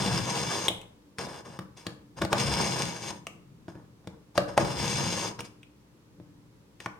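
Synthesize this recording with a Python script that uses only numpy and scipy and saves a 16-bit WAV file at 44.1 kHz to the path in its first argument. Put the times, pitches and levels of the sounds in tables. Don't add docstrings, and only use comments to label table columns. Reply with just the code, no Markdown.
import sys
import numpy as np
from scipy import signal
from scipy.fft import rfft, irfft, next_fast_len
from scipy.io import wavfile
from scipy.ndimage import map_coordinates

SR = 44100
rng = np.random.default_rng(int(sys.argv[2]) if len(sys.argv) > 2 else 0)


def materialize(psi):
    bounded = np.clip(np.atleast_2d(psi).T, -1, 1)
    quanta = np.round(bounded * 32767).astype(np.int16)
    wavfile.write(sys.argv[1], SR, quanta)


N = 308611


def amp(db):
    return 10 ** (np.asarray(db) / 20)


def unit(x):
    return x / np.sqrt(np.mean(x ** 2) + 1e-20)


def along(points, hz):
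    f, values = np.transpose(points)
    return np.interp(np.log(hz + 1), np.log(f + 1), values)


def colour(spectrum):
    return lambda hz: amp(along(spectrum, hz))


def resonances(modes, hz):
    return np.sqrt(sum((amp(db) * hz * width) ** 2 / ((hz * width) ** 2 + (hz ** 2 - f ** 2) ** 2)
                       for f, width, db in modes))


def filtered(x, response):
    n = x.shape[-1]
    size = next_fast_len(n + 8192)
    return irfft(rfft(x, size) * response(np.fft.rfftfreq(size, 1 / SR)), size)[..., :n]


def body(x, gain, size=4096):
    cepstrum = irfft(np.log(np.maximum(gain(np.fft.rfftfreq(size, 1 / SR)), 1e-6)))
    cepstrum[1:size // 2] *= 2
    cepstrum[size // 2 + 1:] = 0
    return signal.fftconvolve(x, irfft(np.exp(rfft(cepstrum))))[:len(x)]


def spread(pair):
    # f/Hz, likeness (1 = the same, 0 = unrelated)
    alike = [(100, 0.84), (330, 1), (700, -0.053), (1200, 0.16), (3000, -0.27), (6500, -0.059),
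             (14000, -0.47)]
    turn = lambda hz: np.arccos(np.clip(along(alike, hz), -1, 1)) / 2
    mid, side = filtered(pair, lambda hz: np.array([np.cos(turn(hz)), np.sin(turn(hz))]))
    return np.array([mid + side, mid - side])


def wobble(rate):
    return map_coordinates(rng.standard_normal(int(N * rate / SR) + 4), [np.arange(N) * rate / SR])


def add(track, s, sound):
    start = max(round(s * SR), 0)
    track[start:start + len(sound)] += sound[:N - start]


def contact(start, end, attack_s, release_s):
    t = np.arange(N) / SR
    fade = np.maximum(start - t, 0) / attack_s + np.maximum(t - end, 0) / release_s
    return np.exp(-np.minimum(fade, 30))


def progress(start, end):
    return np.clip((np.arange(N) / SR - start) / (end - start), 0, 1)


def pulls(attack_s=0.0077, release_s=0.0075, settle_s=0.0084, bite_s=0.0023,
          growl_db=2.5, boom_db=-0.5):
    # t/s, level/dB
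    pressures = [
        [(0.0, -33.5), (0.19, -36.5), (0.202, -39), (0.388, -33), (0.484, -38.5), (0.544, -34.5), (0.6, -38),
         (0.662, -38.5), (0.672, -38.5)],
        [(2.35, -47.5), (2.398, -30), (2.45, -37), (2.622, -32.5), (2.772, -35.5), (2.796, -34), (2.984, -46),
         (3.108, -38.5), (3.115, -54)],
        [(4.6, -41), (4.702, -43), (4.712, -37.5), (4.752, -46.5), (4.792, -35), (4.966, -32), (5.004, -35.5),
         (5.282, -36.5), (5.315, -52)],
    ]
    # t/s, housing level/dB, worktop level/dB
    shakes = [
        [(0.0, -30, -27), (0.018, -34, -30), (0.146, -33.5, -31.5), (0.258, -37, -37), (0.282, -33.5, -38),
         (0.484, -36.5, -39), (0.524, -32.5, -45.5), (0.664, -38.5, -42), (0.67, -34, -39.5)],
        [(2.36, -33.5, -32), (2.508, -35, -33.5), (2.534, -35.5, -41.5), (2.608, -29, -30.5),
         (2.636, -33.5, -35.5), (2.814, -35, -38), (2.844, -38, -37), (3.002, -45, -54), (3.11, -38.5, -37.5)],
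        [(4.62, -35.5, -31), (4.646, -40, -34.5), (4.768, -39.5, -41.5), (4.844, -34.5, -32),
         (4.932, -37, -37.5), (5.026, -33, -32), (5.074, -38, -33), (5.26, -35.5, -46.5), (5.31, -40.5, -44.5)],
    ]
    # t/s, change in pressure/dB
    bites = [(0.064, 5.5), (0.149, 4.5), (0.178, 9), (0.305, 8.5), (0.393, 3), (0.431, 2), (2.384, 5.5),
             (2.4, 1.5), (2.564, -6), (2.614, 7), (2.856, 7), (4.605, 1), (4.771, 2.5), (4.787, 4),
             (4.88, 6.5), (4.945, -1), (5.079, 2.5)]
    out, t = np.zeros((4, N)), np.arange(N) / SR
    bite = amp(sum(db / (1 + ((t - s) / bite_s) ** 2) ** 2 for s, db in bites))
    for pressure, shake in zip(pressures, shakes):
        times, db = np.transpose(pressure)
        start, end = times[0], times[-1]
        rasp = amp(np.interp(t, times, db)) * contact(start, end, attack_s, release_s) * bite
        when, housing_db, board_db = np.transpose(shake)
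        shaking = contact(start, end, attack_s, settle_s)
        growl = shaking * amp(growl_db + np.interp(t, when, housing_db))
        boom = shaking * amp(boom_db + np.interp(t, when, board_db))
        out += [rasp, growl, boom, shaking * progress(start, end)]
    return out


def grit(rate, scatter_db):
    catches = (rng.random(N) < rate / SR) * amp(scatter_db * np.clip(rng.standard_normal(N), -2, 2))
    return catches * rng.standard_normal(N)


def steel(hz, travel, hiss_db=-8):
    # f/Hz, width/Hz, level/dB
    modes = [(2270, 110, -3), (2760, 250, -2.5), (3480, 100, 0), (4090, 150, -3), (4800, 110, -1.5),
             (5165, 135, 3.2), (5970, 170, -11), (6930, 56, -13), (8200, 320, -13.5), (8590, 140, -5.5),
             (10100, 101.7, -23.5), (11300, 180, -22)]
    # f/Hz, level/dB
    hiss = [(1120, -40), (1900, -2), (2300, 0.5), (2470, -11.5), (3210, -0.5), (3480, -17.5), (4450, -11.5),
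            (5180, -5), (5620, -5), (6380, 3.5), (7580, -9), (8680, -15), (10700, -23.5), (15600, -36.5),
            (16500, -61.5)]
    peaks = resonances(modes, hz) * np.minimum(hz / 2000, 1)
    bump = lambda centre_hz, width_hz, db: db / (1 + ((hz - centre_hz) / width_hz) ** 2)
    tip = bump(centre_hz=6350, width_hz=330, db=12)
    heel = bump(centre_hz=5200, width_hz=170, db=4)
    return amp((travel - .5) * (tip - heel)) * np.hypot(peaks, amp(hiss_db + along(hiss, hz)))


def plastic(hz, low_hz=230, top_hz=2200):
    # f/Hz, width/Hz, level/dB
    modes = [(311, 10, 2), (394, 120, -0.5), (475.3, 11, 4), (534.4, 36, -4), (584, 24.2, -4),
             (650, 20, -5.5), (708, 33, -5.5), (813, 48, -0.5), (964, 63, 2), (1077, 10, 0),
             (1214, 46, -4.5), (1477, 69, -9.5), (1605, 60, -6.5), (1734, 120, -7)]
    return resonances(modes, hz) * hz ** 2 / (hz ** 2 + low_hz ** 2) / (1 + (hz / top_hz) ** 6)


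def grinding(rasp, growl, travel, rasp_db=-0.5, growl_db=-3.5, fizz_db=-31, fizz_growth=0.76,
             snag_db=6, slip_hz=36, slip_db=1.4, rock_hz=14, rock_share=0.2):
    drag = amp(slip_db * wobble(slip_hz))
    place = np.clip(travel + rock_share * wobble(rock_hz), 0, 1)
    fine = drag * grit(rate=7000, scatter_db=2.0)
    snags = amp(snag_db) * grit(rate=71, scatter_db=4.5)
    heel = body(fine + snags, lambda hz: steel(hz, travel=0))
    tip = body(fine + snags, lambda hz: steel(hz, travel=0.96))
    blade = unit((1 - place) * heel + place * tip)
    fizz_tone = colour([(4000, -50.5), (8500, 16.5), (12500, 16.5), (16000, -5)])
    fizz = unit(body(drag * grit(rate=2300, scatter_db=2.5), fizz_tone))
    housing = unit(body(drag * grit(rate=2300, scatter_db=-0.5), plastic))
    return (amp(rasp_db) * rasp * blade
            + amp(fizz_db) * rasp ** fizz_growth * fizz
            + amp(growl_db) * growl * housing)


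def worktop(boom, low_hz=55, top_hz=400):
    # f/Hz, width/Hz, level/dB
    modes = [(72, 12, -8), (112, 20, 1.5), (137, 27, -3), (174, 22, 0), (205, 24, -4.5), (318, 83, -12)]
    # t/s, level/dB
    hold = [(0, -80), (1.1, -62), (2.1, -61), (3.301, -57.5), (3.8, -56.5), (4.301, -65.5), (5.8, -64),
            (6.35, -57), (6.701, -63), (7, -59.5)]
    band = lambda hz: hz ** 2 / (hz ** 2 + low_hz ** 2) / (1 + (hz / top_hz) ** 4)
    board = lambda hz: resonances(modes, hz) * band(hz)
    hand = amp(np.interp(np.arange(N) / SR, *np.transpose(hold)))
    return np.hypot(boom, hand) * unit(body(grit(rate=1500, scatter_db=0), board, size=16384))


def kitchen(x, early_db=5, early_fade_s=0.013):
    # f/Hz, fade time/s
    fades = [(100, 0.8), (500, 0.59), (2000, 0.42), (5000, 0.3265), (14000, 0.38)]
    hz, t, noise = signal.stft(spread(rng.standard_normal((2, SR // 2))), SR, nperseg=256)
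    decay = amp(-60 * t / along(fades, hz)[:, None]) + amp(early_db - 60 * t / early_fade_s)
    echo = signal.istft(noise * decay, SR, nperseg=256)[1]
    echo = np.pad(echo / np.linalg.norm(echo[0]), ((0, 0), (SR // 300, 0)))
    return signal.fftconvolve(x[None], echo, axes=1)[:, :N]


def background(air_db=-61, hum_db=-1, hiss_db=-78):
    # f/Hz, level/dB
    air_tone = [(15, -59.5), (25, -38.5), (65, -11.5), (87, -24), (226, -4), (252, -21.5), (296, 2),
                (321, -11.5), (496, -11), (669, -20.5), (952, -18), (1550, -25), (5420, -30.5),
                (14400, -40), (16500, -43.5)]
    # f/Hz, level/dB
    notes = [(64.6, -66.5), (113.0, -70.5), (296.1, -68)]
    t = np.arange(N) / SR
    hum = sum(amp(db) * np.sin(2 * np.pi * hz * t + 2.3 * wobble(rate=25)) for hz, db in notes)
    air = unit(filtered(spread(rng.standard_normal((2, N))), colour(air_tone)))
    return amp(air_db) * air + amp(hum_db) * hum + amp(hiss_db) * rng.standard_normal((2, N))


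def judders(hz=71, width_hz=20, attack_s=0.0077, release_s=0.012):
    # t/s, length/s, level/dB
    bursts = [(0.06, 0.045, -45.5), (0.267, 0.031, -48.5), (2.205, 0.023, -39), (2.335, 0.032, -54),
              (2.485, 0.072, -42), (2.631, 0.07, -50), (4.399, 0.022, -45.5), (4.623, 0.05, -44.5),
              (4.74, 0.081, -45), (5.06, 0.025, -50.5), (5.411, 0.021, -52)]
    level = sum(amp(db) * contact(s, s + length, attack_s, release_s) for s, length, db in bursts)
    feet = lambda f: resonances([(hz, width_hz, 0)], f) ** 3
    return level * unit(filtered(rng.standard_normal(N), feet))


def flicks(flick_db=-22, fade_s=0.016):
    # t/s, level/dB, ring f/Hz, ring width/Hz, ring level/dB, buzz level/dB
    snaps = [(0.683, -11, 3436, 544, 9.5, -14), (0.815, -40.5, 2840, 489, -2.5, -14),
             (2.722, -27, 4220, 400, 7, -21), (3.269, -27.5, 2560, 601, 0.5, -21),
             (5.406, -28.5, 3050, 592, -12, -15.5), (5.631, -43, 2580, 700, 13, -12.5)]
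    # f/Hz, level/dB
    tip_tone = [(150, -5), (500, 3.5), (1000, -2.5), (1600, -9), (2500, 3), (4700, -14.5), (6200, -4.5),
                (7300, -10), (8100, -6.5), (9000, -15.5), (10000, -12), (16000, -22)]
    out, t = np.zeros(N), np.arange(SR // 6) / SR
    for s, db, ring_hz, width_hz, ring_db, buzz_db in snaps:
        snap = rng.standard_normal(len(t)) * amp(buzz_db - 60 * t / fade_s)
        snap[0] = 1
        peak = lambda hz: amp(ring_db) / (1 + ((hz - ring_hz) / width_hz) ** 2) ** 2
        ping = body(snap, lambda hz: amp(along(tip_tone, hz)) + peak(hz))
        add(out, s, amp(db + flick_db) * unit(ping))
    return out


def ring(t, blow, scatter_db=2.0, detune=0.013, attack_s=0.00083):
    # f/Hz, level/dB, time to fall 60 dB/s
    modes = [(117, -6, 0.12), (184, 1.5, 0.054), (296, 0.5, 0.05), (459, 2.5, 0.039), (545, -3.5, 0.03),
             (596, 1.5, 0.053), (663, 4.5, 0.03), (794, 9, 0.018), (985, 3, 0.021), (1180, 9.5, 0.012),
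             (1450, 5, 0.016), (1750, -1, 0.016), (2150, -1, 0.011), (2360, -11, 0.0048),
             (3570, -10.5, 0.0053)]
    out = 0
    for hz, db, fade_s in modes:
        strength, shift, phase = rng.standard_normal(3)
        level_db = db + along(blow, hz) + scatter_db * strength
        note = np.cos(2 * np.pi * hz * (1 + detune * shift) * t + .5 * phase)
        out = out + amp(level_db - 60 * t / fade_s) * note
    return out * (1 - np.exp(-t / attack_s))


def crack(t, fade_s=0.016):
    # f/Hz, level/dB
    tone = [(500, 2), (2000, 0.5), (4000, -3), (5200, -7), (7000, -11.5), (11000, -18.5), (16000, -22.5)]
    return unit(body(rng.standard_normal(len(t)), colour(tone))) * amp(-60 * t / fade_s)


def knocks(jolt_db=5, contact_s=0.00058, crack_db=10, rattle_fade_s=0.037, low_hz=55):
    # thud/dB, hollow ring/dB, clack/dB, crack/dB
    hits = [(0.704, -48.5, 17, 13, -11, -18.5), (1.185, -39, 2.5, 3, -4, 1), (1.268, -43.5, 6, 4.5, -8, -5),
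            (1.59, -36, 4.5, -6, 6, -5.5), (1.867, -36, 7, -7, -20, 1.5),
            (2.216, -36.5, 3.5, 15.5, -1.5, -10), (2.219, -27, 7, -10.5, 10.5, -6),
            (2.238, -45.5, 22, 4, -11, -4), (2.25, -33.5, 1, 2.5, -24, -3.5),
            (2.329, -16.5, -23, 1, -5, -8), (3.128, -53, 14, 7, -9, -15), (3.269, -39, -7.5, -6, -5, -5.5),
            (3.682, -43, 10, 1.5, -1, -15), (3.754, -53, 16, 4, -8, -14), (4.045, -61.5, 7.5, 9, -3.5, -14),
            (4.073, -40.5, 7.5, 1.5, -7, -5.5), (4.355, -42.5, 3, -1, -8.5, -13.5),
            (4.378, -23, -7, 10.5, 3, -3), (4.394, -38, 1, 12, 0, -10), (4.411, -44, 6, 14, -4, -14),
            (4.577, -11.5, -24, -1.5, -4.5, -13.5), (4.592, -36, -3.5, 1.5, -4, -13),
            (4.609, -37.5, 8, -3, 2, -9), (4.649, -44, 16.5, -12, -3, 5.5), (5.392, -48, -16, 2, 4, 4.5),
            (6.2, -57, 20, 2, -16, -14.5), (6.803, -54.5, -5, -7, 22, 9.5),
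            (6.86, -29.5, -6.5, -1, 8, -12.5)]
    out, t = np.zeros(N), np.arange(SR // 6) / SR
    swing = t / contact_s - 2
    jolt = -2 * swing * np.exp(-swing ** 2)
    for s, db, thud, hollow, clack, bright in hits:
        blow = [(260, thud), (580, hollow), (670, hollow),
                (900, 0.0054), (2100, clack), (3500, clack / 2)]
        muffled = lambda hz: amp(along(blow, hz)) / (1 + (hz / 1200) ** 2)
        rattle = amp(-60 * t / rattle_fade_s) * body(rng.standard_normal(len(t)), muffled)
        knock = ring(t, blow) + amp(jolt_db + hollow) * jolt
        add(out, s, amp(db) * (knock + rattle + amp(bright + crack_db) * crack(t)))
    return body(out, lambda hz: 0.0079 + hz ** 2 / (hz ** 2 + low_hz ** 2))


def scuffs(travel=0.36, attack_s=0.004, release_s=0.0099, boom_db=-12.5, dull_boom=0.64):
    # t/s, length/s, level/dB, brightness/dB, swell/dB
    brushes = [(1.189, 0.07, -37, -6.5, -1.5), (1.284, .125, -44.5, -8.5, -1), (1.452, 0.12, -47, -9.5, -4),
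               (1.611, 0.062, -56.5, -16, -25.5), (1.773, 0.086, -56, -2, -14.5),
               (1.861, 0.065, -48.5, -14.5, -0.5), (2.171, 0.018, -42, -9.5, 6.5),
               (2.217, 0.034, -35, -9.5, -8.5), (2.307, 0.019, -34, -11, 11),
               (3.127, 0.06, -51.5, -7, -4.5), (3.687, 0.037, -53, -11, -7.5),
               (3.748, 0.1, -58, -21.5, -5.5), (4.046, 0.019, -65, -20.5, -4.5),
               (4.085, 0.062, -60.5, -26.5, -1.5), (4.355, 0.025, -41.5, -6, 4),
               (4.399, 0.029, -39, -19, -8.5), (4.484, 0.059, -42.5, -11, -14.5),
               (4.573, 0.053, -36, -15, -9.5), (5.393, 0.0087, -36.5, -12, -1),
               (5.416, 0.031, -67, -44, 11.5), (5.45, 0.013, -53, 5.5, -5), (6.216, 0.22, -73.5, -34, -2.5),
               (6.806, 0.05, -54, -2, -7)]
    out = np.zeros((4, N))
    for s, length, db, bright, swell in brushes:
        touch = contact(s, s + length, attack_s, release_s)
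        force = touch * amp(db + swell * (progress(s, s + length) - .5))
        boom = force * amp(boom_db - dull_boom * bright)
        out += [force * amp(bright), force, boom, travel * touch]
    return out


def scene(rub_room_db=-6.5, knock_room_db=-5, flick_room_db=-4, blade_width_db=-8.5, board_width_db=-12):
    # f/Hz, lead/radians
    lead = [(0, -0.5), (860, 0.44), (1120, 0.77), (3010, 0.52), (4310, -2), (4740, 1), (6030, -0.15),
            (6630, 1), (7920, 1), (8180, 0.7), (8530, 1), (12500, -2.5), (14600, -1), (16300, 10.5)]
    # f/Hz, level/dB
    balance = [(40, 3.5), (90, 2.5), (300, 2.5), (1200, -0.5), (3000, 3), (6400, 4), (9500, 7.5),
               (15000, 0.5)]
    rasp, growl, boom, travel = pulls() + scuffs()
    travel = np.minimum(travel, 1)
    rub = grinding(rasp, growl, travel) + worktop(boom) + judders()
    knock, flick = knocks(), flicks()
    out_of_step = lambda hz: np.exp(1j * np.outer([.5, -.5], np.clip(along(lead, hz), -1.9, 1.9)))
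    direct = filtered(rub + knock + flick, out_of_step)
    side = amp(blade_width_db) * grinding(rasp, growl, travel) + amp(board_width_db) * worktop(boom)
    room = amp(rub_room_db) * kitchen(rub)
    room += kitchen(amp(knock_room_db) * knock + amp(flick_room_db) * flick)
    lean_left = lambda hz: amp(np.outer([.5, -.5], along(balance, hz)))
    return filtered(direct + np.outer([1, -1], side) + room, lean_left) + background()


def record(dry, top_hz=16550):
    return filtered(dry, lambda hz: hz < top_hz)


dry = scene()
out = record(dry)
materialize(out)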